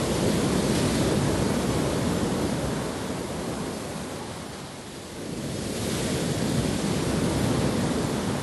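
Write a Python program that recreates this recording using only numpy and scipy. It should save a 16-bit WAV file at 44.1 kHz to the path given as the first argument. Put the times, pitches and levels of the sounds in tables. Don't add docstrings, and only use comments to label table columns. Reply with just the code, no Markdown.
import sys
import numpy as np
from scipy import signal
from scipy.fft import rfft, irfft
from scipy.io import wavfile
from scipy.ndimage import uniform_filter1d

SR = 44100
rng = np.random.default_rng(int(sys.argv[2]) if len(sys.argv) > 2 else 0)


def file_out(sig):
    cols = np.atleast_2d(sig).T
    lim = np.clip(cols, -1, 1)
    pcm = np.round(lim * 32767).astype(np.int16)
    wavfile.write(sys.argv[1], SR, pcm)


def volts_from_decibels(level):
    exponent = np.asarray(level, float) / 20
    return 10 ** exponent


N = 371322

# (time [s], level of the fizz [dB])
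FOAM_COVER = [(0, -37), (.5, -36.5), (.95, -34.5), (1.2, -39), (1.9, -39), (2.7, -42), (3.5, -44.5),
              (3.85, -43.5), (4.8, -46), (5.3, -45), (5.45, -43), (5.7, -39.5), (5.9, -36), (6.2, -36.5),
              (6.35, -38), (6.8, -37.5), (7.6, -39), (8.42, -40.5)]


def evened(x):
    return x / np.sqrt(np.mean(x ** 2) + 1e-20)


def read(points, hz):
    f, value = np.transpose(points)
    return np.interp(np.log(hz + 1), np.log(f + 1), value)


def along(curve):
    return np.interp(np.arange(N) / SR, *np.transpose(curve))


def behind(x, lag_s):
    r = np.exp(-1 / (lag_s * SR))
    return x[0] + signal.lfilter([1 - r], [1, -r], x - x[0])


def lifts_db(events):
    t = np.arange(N) / SR
    total_db = 0
    for start_s, db, rise_s, decay_s in events:
        onset = np.clip((t - start_s) / rise_s + 1, 0, 1)
        fade = np.exp(-np.maximum(t - start_s, 0) / decay_s)
        total_db = total_db + db * fade * onset
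    return total_db


def water(colour, size, patchy_db, flicker_db, tilt=((0, 0), (9, 0)), pivot=5000):
    hop = size // 4
    frames, hz = N // hop + 5, np.fft.rfftfreq(size, 1 / SR)
    real, imaginary, patches = rng.standard_normal((frames, len(hz), 3)).T

    wide, long = max(size // 64, 1), max(4096 // hop, 1)
    patches = uniform_filter1d(patches, wide, 0)
    patches = evened(uniform_filter1d(patches, long, 1))
    flicker = evened(uniform_filter1d(rng.standard_normal(frames), size=5))

    slope = np.interp(np.arange(frames) * hop / SR, *np.transpose(tilt))
    octaves = np.log2(np.maximum(hz / pivot, .3))
    field_db = read(colour, hz)[:, None] + np.outer(octaves, slope)
    field_db = field_db + patchy_db * patches + flicker_db * flicker
    spectra = (real + 1j * imaginary) * volts_from_decibels(field_db)
    return evened(signal.istft(spectra, nperseg=size, noverlap=size - hop)[1][:N])


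def breaker():
    # (time [s], level of the roar [dB])
    surf = [(0, -26.5), (.65, -25), (1.1, -24), (1.5, -25.5), (2.2, -26.5), (2.6, -28), (3, -32.5),
            (3.6, -32.5), (4.3, -37), (4.95, -41.5), (5.12, -39), (5.3, -35), (5.85, -29.5), (6.5, -27),
            (7, -28), (7.5, -25), (8, -27.5), (8.42, -29)]
    # (frequency [Hz], level [dB])
    boom_colour = [(18, -54), (24, -42), (32, -31), (45, -14), (65, -2.5), (100, -2), (140, -0.5),
                   (190, -11), (300, -36.5)]
    roar_colour = [(80, -35), (120, -11.5), (150, -2), (195, -0.5), (300, -4), (420, -5.5), (560, -9),
                   (660, -13.5), (850, -41.5)]
    churn_colour = [(450, -52), (620, -5.5), (720, -2.5), (900, -3.5), (1200, -7), (1700, -13), (2300, -19),
                    (3200, -33), (5000, -56)]
    # (time [s], tilt of the roar [dB per octave])
    roar_tilt = [(0, 1.4), (.5, -0.3), (2.1, -0.23), (3.2, 1.6), (3.9, 1.9), (4.6, -0.53), (5.2, 1.3),
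                 (5.5, -0.18), (6.3, -0.13), (6.8, -0.84), (8.42, -0.94)]
    # (time [s], gain of the boom [dB], rise [s], decay [s])
    thumps = [
        (1.25, 4, .1, .25),
        (5.5, 1.5, .1, .15),
        (6.65, 1.5, .1, .2),
    ]
    # (time [s], gain of the roar [dB], rise [s], decay [s])
    plunges = [
        (.25, 4, 0.046, 0.045),
        (1.2, -2.5, .03, 0.1),
        (5.2, 1.5, .02, 0.087),
        (6.2, 1, 0.034, 0.053),
    ]
    # (time [s], gain of the churn [dB], rise [s], decay [s])
    sprays = [
        (1.7, 1, 0.27, 0.39),
        (3.5, 3, .25, 0.37),
        (4.15, 2.5, 0.23, .25),
        (5.98, 3.5, .25, 0.11),
        (7.3, 2, .6, 1.5),
    ]

    full_db = -26
    force_db = along(surf) - full_db

    boom_db = -33 + 1.01 * force_db - 0.5 * along(roar_tilt)
    boom_db += 0.47 * np.maximum(force_db - behind(force_db, lag_s=0.43), 0)
    boom = water(boom_colour, size=4096, patchy_db=-0.23, flicker_db=-0.4)
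    boom = volts_from_decibels(boom_db + lifts_db(thumps)) * boom

    roar = water(roar_colour, size=1024, patchy_db=-0.08, flicker_db=0.5, tilt=roar_tilt, pivot=287)
    roar = volts_from_decibels(full_db + force_db + lifts_db(plunges)) * roar

    whitewater = volts_from_decibels(-37.5 + 0.94 * behind(force_db, lag_s=0.62))
    foam_churn = volts_from_decibels(along(FOAM_COVER) - 11)
    churn = water(churn_colour, size=512, patchy_db=0.23, flicker_db=0.67)
    churn = np.hypot(whitewater, foam_churn) * volts_from_decibels(lifts_db(sprays)) * churn
    return boom + roar + churn


def bubbles(per_s, low_hz, high_hz, turns, spread_db):
    strength = volts_from_decibels(spread_db * np.minimum(rng.exponential(1, N), 5))
    strength = strength * (rng.random(N) < per_s / SR)
    kind, out = rng.integers(0, 24, N), np.zeros(N)
    for k, hz in enumerate(np.geomspace(low_hz, high_hz, 24)):
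        cycles = np.arange(400) / SR * hz
        chirp = np.sin(2 * np.pi * cycles * (1 + 0.0034 * cycles))
        pop = np.exp(-cycles / turns) * chirp * np.minimum(cycles, 1)
        out += signal.oaconvolve(strength * (kind == k), pop)[:N]
    return evened(out)


def foam():
    # (frequency [Hz], level [dB])
    fizz_colour = [(900, -19), (1500, 0.5), (2100, -1), (2600, -3), (3400, 0.5), (4400, -1), (5700, -4.5),
                   (8000, -5.5), (11000, -6.5), (11700, -9.5), (12300, -5), (13000, -40)]
    # (time [s], gain of the fizz [dB], rise [s], decay [s])
    slaps = [
        (.755, 2.5, .02, .025),
        (4.54, 1.5, .01, .04),
        (5.94, 1, 0.06, 0.14),
    ]

    cover_db = along(FOAM_COVER)
    tilt = 0.36 + 0.42 * (cover_db - behind(cover_db, lag_s=0.2))
    tilt_curve = np.transpose([np.arange(N) / SR, tilt])
    hiss = water(fizz_colour, size=512, patchy_db=0.72, flicker_db=0.52, tilt=tilt_curve)
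    pops = volts_from_decibels(-10.5) * bubbles(per_s=2500, low_hz=1896, high_hz=10400, turns=6.6, spread_db=3.5)
    return volts_from_decibels(cover_db + 0.24 + lifts_db(slaps)) * (hiss + pops)


def spotty_treble(x, edge_hz, wander_hz):
    # (frequency [Hz], how much strong tones are favoured [exponent])
    spottiness = [(600, 0.015), (1500, 0.088), (3000, .1), (5000, 0.07), (8000, 0.12), (11500, .14)]
    hz, _, z = signal.stft(x, SR, "cosine", nperseg=4096)
    local = np.sqrt(uniform_filter1d(abs(z) ** 2, size=48, axis=0) + 1e-16)
    favour = np.clip(read(spottiness, hz), 0, .5)[:, None]
    z = z * (abs(z) / local + 1e-3) ** favour
    top_hz = edge_hz + wander_hz * rng.standard_normal(z.shape[1])
    return signal.istft(z * (hz[:, None] < top_hz), SR, "cosine", nperseg=4096)[1][:N]


def stray_side(mono):
    count, size = 25, 2048
    side, window, hz = np.zeros(N + size), np.hanning(size), np.fft.rfftfreq(size, 1 / SR)
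    for k, (when, where, *turns) in enumerate(rng.random((count, 2 + len(hz)))):
        at = int((k + when) / count * (N - size))
        low_hz = np.interp(where, (0, 1), (4100, 9600))
        in_band = (hz > low_hz) * (hz < low_hz * 1.19)
        band = rfft(mono[at:at + size], size) * in_band
        scrambled = irfft(band * np.exp(2j * np.pi * np.array(turns)))
        side[at:at + size] += volts_from_decibels(-1.0) * window * scrambled
    return side[:N]


def scene():
    return np.tile(breaker() + foam(), (2, 1))


def band_limit(x):
    return signal.sosfilt(signal.butter(12, 12060, fs=SR, output="sos"), x)


def record(dry):
    mono = spotty_treble(dry[0], edge_hz=11790, wander_hz=130)
    mix = mono + np.outer([1, -1], stray_side(mono))
    return band_limit(mix)


dry = scene()
out = record(dry)
file_out(out)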